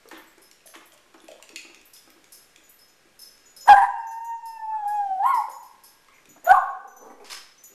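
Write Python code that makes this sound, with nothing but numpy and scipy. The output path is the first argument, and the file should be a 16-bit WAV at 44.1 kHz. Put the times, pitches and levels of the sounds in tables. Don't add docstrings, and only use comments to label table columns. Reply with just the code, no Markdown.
import sys
import numpy as np
from scipy import signal
from scipy.fft import rfft, irfft, next_fast_len
from scipy.io import wavfile
from scipy.ndimage import uniform_filter1d, minimum_filter1d, map_coordinates

SR = 44100
rng = np.random.default_rng(int(sys.argv[2]) if len(sys.argv) > 2 else 0)


def volts_from_db(level):
    exponent = np.asarray(level, float) / 20
    return 10 ** exponent


def inscribe(sig):
    pcm = np.round(np.clip(np.atleast_2d(sig).T, -1, 1) * 32767)
    wavfile.write(sys.argv[1], SR, pcm.astype(np.int16))


N = 341319
T = np.arange(N) / SR


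def unit(x):
    return x / np.sqrt(np.mean(x ** 2) + 1e-20)


def along(points, hz):
    f, v = np.transpose(points)
    return np.interp(np.log(hz + 1), np.log(f + 1), v)


def curves(rows):
    s, *cols = np.transpose(rows)
    gate = np.clip(np.minimum(T - s[0], s[-1] - T) / 0.013, 0, 1)
    return [np.interp(T, s, c) for c in cols] + [gate]


def wobble(rate_hz, count=N):
    knots = rng.standard_normal(int(count * rate_hz / SR) + 4)
    return map_coordinates(knots, [T[:count] * rate_hz])


def hiss(spectrum):
    m = next_fast_len(N)
    colour = volts_from_db(along(spectrum, np.fft.rfftfreq(m, 1 / SR)))
    return unit(irfft(rfft(rng.standard_normal(m)) * colour, m)[:N])


def passed(x, hz, kind, order):
    return signal.sosfilt(signal.butter(order, min(hz, 20000), kind, fs=SR, output="sos"), x)


def swell(t, rise_s):
    return 1 - np.exp(-t / rise_s)


def puffs(rows, rise_s):
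    envelope = 0
    for s, db, t60 in rows:
        since = (T - s).clip(0)
        envelope = envelope + volts_from_db(db - 60 * since / t60) * swell(since, rise_s)
    return envelope


def add(track, s, sound):
    part = track[round(s * SR):][:len(sound)]
    part += sound[:len(part)]


# (frequency [Hz], t60 [s])
WALL_DECAY = [(300, 0.42), (800, 0.54), (2000, 0.6), (5500, 0.49), (12000, 0.32)]


def room(x, wet_db):
    hz, t, z = signal.stft(rng.standard_normal(SR), SR, nperseg=256)
    fall_db = -60 * t / along(WALL_DECAY, hz)[:, None]
    tail = signal.istft(z * (volts_from_db(fall_db) + volts_from_db(-19.5 + 0.41 * fall_db)), SR, nperseg=256)[1]
    tail = np.pad(tail / np.linalg.norm(tail), (round(0.0034 * SR), 0))
    return x + volts_from_db(wet_db) * signal.fftconvolve(x, tail)[:N]


# (frequency [Hz], level [dB])
BREATH = [(250, -34), (600, -6), (1000, 0), (1850, -3), (2200, -20), (3300, -18), (6800, -32), (9000, -18),
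          (11500, -24), (14000, -40)]
WHINE_DIP_HALF_WIDTH_S = 0.0064


def call(rows, mouth, jitter, flutter, side, rasp_db, side_db, breaks=(), waver_db=3.5, swing_db=1.2):
    span = slice(round(rows[0][0] * SR), round(rows[-1][0] * SR))
    hz, db, open_db, gate = (c[span] for c in curves(rows))
    over_db = db + open_db
    for s, depth_db in breaks:
        db = db - depth_db * np.exp(-((T[span] - s) / WHINE_DIP_HALF_WIDTH_S) ** 2)

    def drift(rate_hz):
        return wobble(rate_hz, count=len(hz))

    phase = 2 * np.pi * np.cumsum(hz * (1 + jitter * drift(90))) / SR + flutter * drift(450)
    tone = volts_from_db(db + swing_db * drift(26)) * np.sin(phase)
    tone += volts_from_db(over_db + side_db + 2 * drift(60)) * np.sin(side * phase + .9 * drift(120))
    for k in range(2, 10):
        overtone_db = along(mouth, k * hz) + over_db + waver_db * drift(34)
        tone += volts_from_db(overtone_db) * np.sin(k * phase + (k - 2) ** 2 + 1.7)
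    rasp = volts_from_db(over_db + rasp_db) * hiss(BREATH)[span] * (1 + .6 * np.sin(phase))
    out = np.zeros(N)
    out[span] = gate * (np.sqrt(2) * tone + rasp)
    return out


# (time [s], pitch [Hz], level [dB], mouth opening as overtone level [dB])
YIP_1_LEAD = [
    (3.645, 535, -58.5, -20.5),
    (3.668, 580.4, -50.5, -14.5),
    (3.677, 890, -23, -2),
    (3.684, 958, -13, -7),
    (3.69, 1042, -13, -14),
    (3.7, 1000, -34, -14),
]
YIP_1 = [
    (3.68, 767, -39.5, -15),
    (3.691, 792, 0, -14),
    (3.702, 853, -3.5, -15.5),
    (3.733, 787, -5.5, -15),
    (3.746, 795.3, -4, -16),
    (3.756, 794.6, -11, -17.5),
    (3.785, 830, -18, -18),
    (3.805, 815, -41, -15),
]
YIP_1_TRAIL = [
    (3.752, 960, -36, -10),
    (3.768, 1020, -21, -12),
    (3.79, 1040, -19, -14),
    (3.806, 990, -34, -8),
    (3.822, 930, -24, -10),
    (3.85, 990, -25, -13),
    (3.88, 940, -36, -14),
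]
WHINE = [
    (3.86, 944, -36, -17.5),
    (4.07, 902.4, -35, -22.5),
    (4.3, 925.7, -33.5, -25),
    (4.55, 902, -40.5, -16.5),
    (4.64, 875, -31.5, -26.5),
    (4.76, 872, -27, -31.5),
    (4.86, 812, -26.5, -30.5),
    (4.95, 842, -22.5, -24.5),
    (5.19, 736, -28, -34),
]
FLICK = [
    (5.17, 734.5, -30, -36),
    (5.215, 794.6, -16, -42),
    (5.235, 861, -22.5, -19.5),
    (5.262, 1029, -14.5, -17.5),
    (5.285, 1096, -21, -9),
    (5.315, 1097, -22.5, -11),
    (5.338, 1003, -21, -15),
    (5.375, 903, -23, -27),
    (5.42, 835, -34, -39),
]
YIP_2 = [
    (6.458, 641.5, -46, -30),
    (6.468, 665, -26.5, -25),
    (6.48, 722, -14, -17),
    (6.486, 731, -26, -10),
    (6.494, 706, -12, -13),
    (6.506, 765, -14, -4.5),
    (6.514, 784, -5, -14),
    (6.527, 822, -8, -16),
    (6.537, 792, -35, 2),
]
YIP_2_TRAIL = [
    (6.52, 1173, -30, -24.5),
    (6.55, 1154, -16, -27.5),
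    (6.562, 1082, -26, -22),
    (6.575, 1015, -14.5, -34.5),
    (6.6, 1056, -37, -27),
]
# (time [s], depth [dB])
WHINE_DIPS = [(4.0, 2.5), (4.198, 16.5), (4.408, 30), (4.418, 14), (4.52, 8), (4.588, 29.5), (4.61, 14),
              (4.666, 7.5), (4.715, 7.5), (4.78, 7), (4.817, 7.5), (4.85, 6), (5.052, 8.5), (5.08, 12),
              (5.1, 11.5), (5.148, 4)]
# (time [s], peak [dB], t60 [s])
CATCHES = [
    (4.72, -48, 0.54),
    (4.83, -56, 0.7),
]
# (frequency [Hz], level [dB])
OPEN_MOUTH = [(1300, 8), (1600, 1.5), (2000, -11.5), (2400, -31), (3200, -30.5), (4200, -45.5), (8000, -34),
              (12000, -50)]
SHUT_MOUTH = [(1500, -1.5), (1800, 0.5), (2300, -18.5), (2480, -17), (2760, -9), (3330, -17), (3480, -34),
              (7400, -22.5), (9000, -32)]
THIN_MOUTH = [(1500, 0), (2100, -12), (2500, -22.5), (3200, -27), (4100, -32), (5300, -50), (8000, -40),
              (11000, -47)]


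def voice():
    first = call(YIP_1_LEAD, OPEN_MOUTH, .015, .12, 1.5, -6, -50)
    first += call(YIP_1, OPEN_MOUTH, .007, .05, 1.27, -14, -6, waver_db=2.5)
    first += call(YIP_1_TRAIL, OPEN_MOUTH, .025, .2, 1.83, -3, 2, swing_db=3)
    second = call(YIP_2, OPEN_MOUTH, .013, .1, 1.48, -14, -14, waver_db=3)
    second += call(YIP_2_TRAIL, OPEN_MOUTH, .04, .35, .72, 3, 18)
    catch = passed(puffs(CATCHES, .004) * hiss(BREATH), 1450, "low", order=6)
    catch = passed(catch, 1100, "high", order=4)
    whine = call(WHINE, SHUT_MOUTH, .004, .012, 1.5, -22, -22, WHINE_DIPS, waver_db=4)
    whine = room(whine + catch, wet_db=-14)
    flick = call(FLICK, THIN_MOUTH, .014, .07, 1.3, -14, -7, waver_db=5.5, swing_db=3)
    calls = room(first, wet_db=-11) + room(second, wet_db=-7) + whine + room(flick, wet_db=-5)
    return passed(calls, 340, "high", order=4)


# (time [s], level [dB])
GRUNT = [
    (6.6, -63.5),
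    (6.99, -59.5),
    (7.024, -47.5),
    (7.122, -47),
    (7.154, -54),
    (7.252, -49),
    (7.29, -60),
]
SNORT = [
    (7.24, -70),
    (7.247, -49.5),
    (7.29, -54),
    (7.302, -44),
    (7.322, -36),
    (7.334, -40),
    (7.37, -44.5),
    (7.45, -63.5),
]
# (frequency [Hz], density [dB per Hz])
NOSTRILS = [(240, -17.5), (400, -6), (781, -7), (867, -2.5), (1180, 0.5), (4730, -3), (5170, 3.5),
            (5570, -2.5), (12600, -14), (14000, -28)]


def nose():
    chest = [(120, -36.5), (260, -14), (330, -19), (480, -2.5), (620, -19.5), (800, -8),
             (1100, -15.5), (2500, -44)]
    db, gate = curves(GRUNT)
    grunt = gate * volts_from_db(db + 2 * wobble(45)) * hiss(chest)
    db, gate = curves(SNORT)
    snort = gate * volts_from_db(db + 4 * wobble(160)) * hiss(NOSTRILS)
    return room(grunt + snort, wet_db=-4.5)


# (time [s], level [dB], length [s], centre [Hz], width [Hz])
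GASPS = [(5.235, -52, .1, 11400, 700), (5.24, -58, .09, 7700, 890), (5.24, -61, .08, 8000, 500),
         (5.25, -58, .08, 12900, 900), (5.225, -56.5, .04, 2600, 2500), (6.425, -52, .04, 550, 600),
         (6.447, -41, .035, 950, 1200), (6.465, -48, .07, 3300, 1400), (6.355, -56.5, .035, 720, 470),
         (3.655, -50, 0.02, 800, 905), (7.31, -38.5, 0.025, 4300, 1600), (7.314, -42, 0.02, 5200, 500),
         (6.06, -62, .2, 2250, 350), (0.736, -47.5, 0.031, 1830, 2300), (0.115, -57, .12, 3400, 600),
         (0.92, -59, 0.036, 7600, 4000)]


def gasps():
    out = np.zeros(N)
    for s, db, length_s, hz, width_hz in GASPS:
        t = T[:round(length_s * SR)]
        edges_hz = hz * np.exp(np.array([-.5, .5]) * width_hz / hz)
        band_pass = signal.butter(2, edges_hz, "band", fs=SR, output="sos")
        band = unit(signal.sosfilt(band_pass, rng.standard_normal(len(t))))
        add(out, s, volts_from_db(db + 3 * wobble(150, count=len(t))) * np.sin(np.pi * t / length_s) ** 1.2 * band)
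    return room(out, wet_db=-9.5)


def tag(hits, modes, dull_hz, blur):
    out, t = np.zeros(N), T[:SR // 3]
    hz, level_db, t60 = np.transpose(modes)[..., None]
    for s, db, clatter_db, low_db in hits:
        swing = blur * np.cumsum(rng.standard_normal((len(modes), len(t))), axis=1)
        strength_db = level_db + rng.normal(0, 3, hz.shape) + (low_db + 8) * (hz == hz.min())
        decay = volts_from_db(strength_db - 60 * t / np.minimum(t60, .38))
        ring = np.sum(decay * np.sin(2 * np.pi * hz * t + swing), axis=0)
        crack = passed(rng.standard_normal(len(t)), dull_hz, "high", order=4) * volts_from_db(-60 * t / 0.11)
        add(out, s, volts_from_db(db - 10.5) * swell(t, 0.0014) * (ring + volts_from_db(clatter_db) * crack))
    return out


# (time [s], peak [dB], clatter [dB], lowest mode lift [dB])
ROUND_TAG_HITS = [(0.4169, -41, -2, -15), (0.6589, -34, -2.5, -32), (1.9335, -37.5, 5, -9.5),
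                  (2.3209, -31, 0, -18), (2.7883, -48.5, 4, -5.5), (3.1906, -31, -5.5, -13.5),
                  (3.2156, -32, -5, -12.5), (3.564, -34, -1, -7.5), (3.9795, -52.5, -2, -16.5),
                  (4.1099, -42, -2, -25), (4.4551, -36, -2, -14), (4.8769, -40, 5, -26),
                  (5.3416, -37, 7.5, -15), (5.4949, -40, 0.5, -22), (5.6276, -40, -3, -24),
                  (5.8355, -34.5, -0.5, -15), (7.3177, -37.5, 2.5, -6)]
BONE_TAG_HITS = [(2.6354, -49, -11, -12), (2.8816, -54, -14, -3.5), (3.456, -47.5, -13.5, -2.5),
                 (3.6083, -35.5, -22.5, -15.5), (3.6558, -36, -9, -10), (4.0681, -46, -10, -2),
                 (4.2448, -43.5, 5.5, -6), (5.5139, -39, -4.5, -18.5), (6.1399, -52.5, -30, -7.5),
                 (6.289, -41.5, -4, -7.5), (6.4435, -29, -12, -17.5), (6.6913, -53, -15, -21.5),
                 (6.8753, -48.5, -5.5, -4.5), (6.9638, -44.5, -8.5, -5.5), (7.5782, -60, -13, 12),
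                 (7.6366, -31, -2.5, -10.5)]
RING_HITS = [
    (0.1755, -41, -4, -21),
    (0.271, -47.5, -15, 2),
    (0.8555, -41.5, -9, -16),
    (1.8525, -40.5, -24.5, -18),
    (2.6923, -39, -2, -10),
]
# (frequency [Hz], level [dB], t60 [s])
ROUND_TAG = [(5185, 1, 0.33), (6100, -21, 0.75), (6430, -18, .15), (9950, -15.5, 0.06), (10310, -1, 0.075),
             (10830, -14.5, 0.59), (11600, -13, 0.34), (11500, -12, 0.14), (12850, -9, .1)]
BONE_TAG = [(6090, -1.5, 0.8), (6870, -2.5, 0.77), (8200, -17, 0.15), (8085, -29.5, 0.72),
            (12380, -13, 0.57), (12600, -2.5, 0.21)]
RING = [(7700, -8, .2), (8000, -11, 0.088), (10070, -8, 0.16), (13050, -1.5, 0.26)]


def collars():
    far = room(tag(ROUND_TAG_HITS, ROUND_TAG, dull_hz=4500, blur=0.055), wet_db=3)
    near = tag(BONE_TAG_HITS, BONE_TAG, dull_hz=6130, blur=0.045)
    near += tag(RING_HITS, RING, dull_hz=9100, blur=0.11)
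    return far + room(near, wet_db=-4.5)


# (time [s], peak [dB], ring [Hz], brightness [dB])
CLAWS = [(0.088, -41.5, 4450, 6.5), (0.113, -38.5, 1600, -18.5), (0.381, -42, 2260, -26),
         (0.5133, -36, 5540, -7.5), (0.6736, -36, 1850, -21), (0.754, -36, 3100, -14),
         (0.9207, -40, 3200, -19), (0.9768, -42.5, 2830, -11.5), (1.1415, -43.5, 2450, -14),
         (1.203, -43.5, 3500, -18), (1.243, -47, 2330, -7), (1.283, -33.5, 2580, -19),
         (1.3154, -35, 3200, -32), (1.4254, -31.5, 2720, -8), (1.492, -34, 2600, -14),
         (1.5597, -20, 2720, -20.5), (1.746, -35, 2520, -16), (1.814, -41, 2600, -31),
         (1.965, -41, 3550, -19), (2.1036, -45.5, 2380, 3.5), (2.2428, -41.5, 2350, -12),
         (2.5607, -39, 2480, -15), (3.3784, -46, 2290, -12.5), (6.0458, -49, 2290, -26.5),
         (6.0846, -45.5, 2066, -27), (6.2558, -41, 2426, -8.5), (7.245, -39, 2180, -21.5),
         (7.3, -29, 3500, -19)]
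# (frequency [Hz], level [dB])
NAIL_MODES = [(2600, -12), (3400, -1), (4500, -10), (5800, -4.5), (6900, 2.5)]


def claws():
    out, t = np.zeros(N), T[:SR // 20]
    for s, db, hz, bright_db in CLAWS:
        noise = rng.standard_normal((2, len(t)))
        floor = 0
        for f, level_db in NAIL_MODES:
            floor = floor + volts_from_db(level_db + rng.normal(0, 3)) * np.sin(2 * np.pi * f * rng.normal(1, .03) * t)
        tick = .5 * np.sin(2 * np.pi * hz * t) * volts_from_db(-60 * t / .015)
        tick += .35 * floor * volts_from_db(-60 * t / .01) + .55 * noise[0] * volts_from_db(-60 * t / .022)
        edge = np.diff(noise[1], prepend=0) * volts_from_db(bright_db - 60 * t / .005)
        add(out, s, volts_from_db(db - 1) * (passed(tick, 8000, "low", order=2) + edge))
    return room(passed(out, 1900, "high", order=4), wet_db=-1.5)


# (time [s], peak [dB], body [Hz], knock [dB])
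PATS = [(0.055, -42, 456, -9), (0.129, -35, 328, -33), (0.173, -51, 346, -14), (0.378, -45.5, 346, -8),
        (0.657, -42.5, 644, -29), (0.759, -40.5, 331, -13), (0.929, -48.5, 610, -5), (1.058, -58, 352, -1),
        (1.143, -41.5, 330, -3), (1.238, -42, 328, -13), (1.287, -30.5, 630, -28), (1.315, -42.5, 486, -11),
        (1.5, -47, 424, -5), (1.531, -42.5, 324, -17), (1.648, -43, 333, -7.5), (1.697, -46, 335, -5.5),
        (1.771, -49.5, 333, -15), (2.074, -50.5, 320, 0), (2.161, -46.5, 339, -12.5), (2.58, -54, 322, -18),
        (3.054, -52.5, 340, -10), (3.568, -51.5, 543, -7.5), (5.483, -39.5, 540, -8),
        (6.258, -52.5, 400, -5), (7.718, -50.5, 408, -11.5),
        (5.089, -51, 292, -13),
    (5.347, -44, 380, -28),
]
# (time [s], peak [dB], t60 [s])
SCUFFS = [
    (.04, -53.5, 0.13),
    (.112, -37, 0.17),
    (.655, -62, 0.67),
    (.737, -38.5, 0.2),
    (6.085, -51.5, 0.059),
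    (6.1, -61, 1.65),
    (6.37, -56, 0.19),
]
# (frequency [Hz], level [dB])
SOLE = [(100, -44), (250, -10), (900, 4.5), (1900, 2.5), (3000, -5.5), (5000, -13.5), (12000, -22)]


def pats():
    out, t = np.zeros(N), T[:SR // 4]
    for s, db, hz, knock_db in PATS:
        knock = passed(rng.standard_normal(len(t)), 1200, "low", order=2)
        knock = passed(knock, 300, "high", order=2) * volts_from_db(knock_db + 12.5 - 60 * t / 0.077)
        body = volts_from_db(-60 * t * hz / 22) * np.sin(2 * np.pi * hz * t)
        add(out, s, volts_from_db(db) * swell(t, 0.00085) * (body + knock))
    scuffs = puffs(SCUFFS, rise_s=0.0016) * volts_from_db(-9 + 9.1 * wobble(70)) * hiss(SOLE)
    return room(passed(out + scuffs, 190, "high", order=4), wet_db=0)


# (time [s], peak [dB], ring [Hz], t60 [s])
KNOCKS = [(0.112, -38, 1800, 0.051), (1.5585, -30, 2500, 0.03), (1.5605, -30.5, 4400, 0.017),
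          (0.078, -43, 5600, 0.0086), (1.586, -39, 4500, 0.011), (5.4, -49, 2050, .04),
          (6.086, -48, 1100, .03), (7.2, -55, 2270, 0.0399), (7.1, -50, 1950, 0.039),
          (6.376, -54, 1640, 0.0302), (6.285, -49, 230, .06), (6.305, -51.5, 250, .06),
          (6.372, -53, 280, 0.055), (7.7, -54, 406, .05), (0.6067, -49, 2470, .012),
          (1.1415, -46.5, 1050, 0.028), (1.1804, -44, 5400, .006), (1.218, -48, 10000, .015),
          (1.244, -48, 10200, .015), (1.4, -43.5, 950, .025), (0.95, -53, 1050, 0.036),
          (6.5, -33, 3600, 0.0087), (7.268, -44, 2200, .008), (7.252, -42, 4700, .012),
          (3.02, -58, 8500, .006), (3.058, -58, 9500, .006), (2.664, -54, 12000, .006),
          (5.342, -38, 12500, .006)]


def knocks():
    out, t = np.zeros(N), T[:SR // 8]
    for (s, db, hz, t60), (detune, start) in zip(KNOCKS, rng.random((len(KNOCKS), 2))):
        upper = np.sin(2 * np.pi * (hz * (1.1 + .08 * detune) * t + start))
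        pair = np.sin(2 * np.pi * hz * t) + 0.68 * upper
        add(out, s, volts_from_db(db - 60 * t / t60) * swell(t, .0007) * pair)
    return room(out, wet_db=0)


# (time [s], recovery [s], offset dip [full scale], overshoot [full scale])
OVERLOADS = [
    (3.72, 1.33, .009, .0024),
    (5.25, .5, .001, .0003),
    (6.52, .87, .008, .0028),
]
REST_OFFSET, DIP_S, SETTLE_S = -.0004, .12, .13
DUCK_DB, DUCK_S = -8, .08


def upset():
    duck_db, offset = 0, REST_OFFSET
    for s, back_s, dip, over in OVERLOADS:
        since = (T - s).clip(0)
        duck_db = duck_db + DUCK_DB * swell(since, DUCK_S) * (1 - (since / back_s) ** 2).clip(0)
        creep = over * np.minimum(since / back_s, 1) * np.exp(-(since - back_s).clip(0) / SETTLE_S)
        offset = offset + creep - dip * np.exp(-since / DIP_S) * (since / .02).clip(0, 1)
    return duck_db, offset


# (frequency [Hz], density [dB per Hz])
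AIR = [(12, -40.5), (20, 3.5), (54, -14), (445, -5), (841, -10), (1510, -8), (1640, -11.5), (1880, -8),
       (4690, -15.5), (5240, -14.5), (11400, -22), (13100, -23), (15000, -44.5)]
AIR_DB = -61


def air():
    duck_db, _ = upset()
    noise = volts_from_db(AIR_DB + wobble(1.7)) * hiss(AIR)
    hum = volts_from_db(-72.5 + 2 * wobble(3)) * np.sin(2 * np.pi * 1636 * T)
    return volts_from_db(duck_db) * (noise + hum)


def scene():
    jingle = collars()
    feet = claws() + pats()
    house = air()
    dog = voice() + nose() + gasps()
    return (dog + jingle + feet + knocks() + house)[None]


def band_limit(x):
    return signal.sosfilt(signal.butter(12, 15640, fs=SR, output="sos"), x)


TOP_HZ, CEILING = 13900, .715
HEADROOM = 1.3
BEND, BEND_FROM_POWER = 0.11, .06


def record(dry):
    sound = irfft(rfft(dry) * (np.fft.rfftfreq(N, 1 / SR) < TOP_HZ), N)
    lean = passed(np.clip(sound ** 2 - BEND_FROM_POWER, 0, .4), 170, "low", order=2)
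    sound = sound - BEND * passed(lean, 22, "high", order=2)
    needed = np.minimum(1, HEADROOM * CEILING / (np.abs(sound) + 1e-9))
    gain = uniform_filter1d(minimum_filter1d(needed, size=120, axis=1), size=120, axis=1)
    _, offset = upset()
    mix = np.clip(sound * gain + offset, -CEILING, CEILING)
    return band_limit(mix)


dry = scene()
out = record(dry)
inscribe(out)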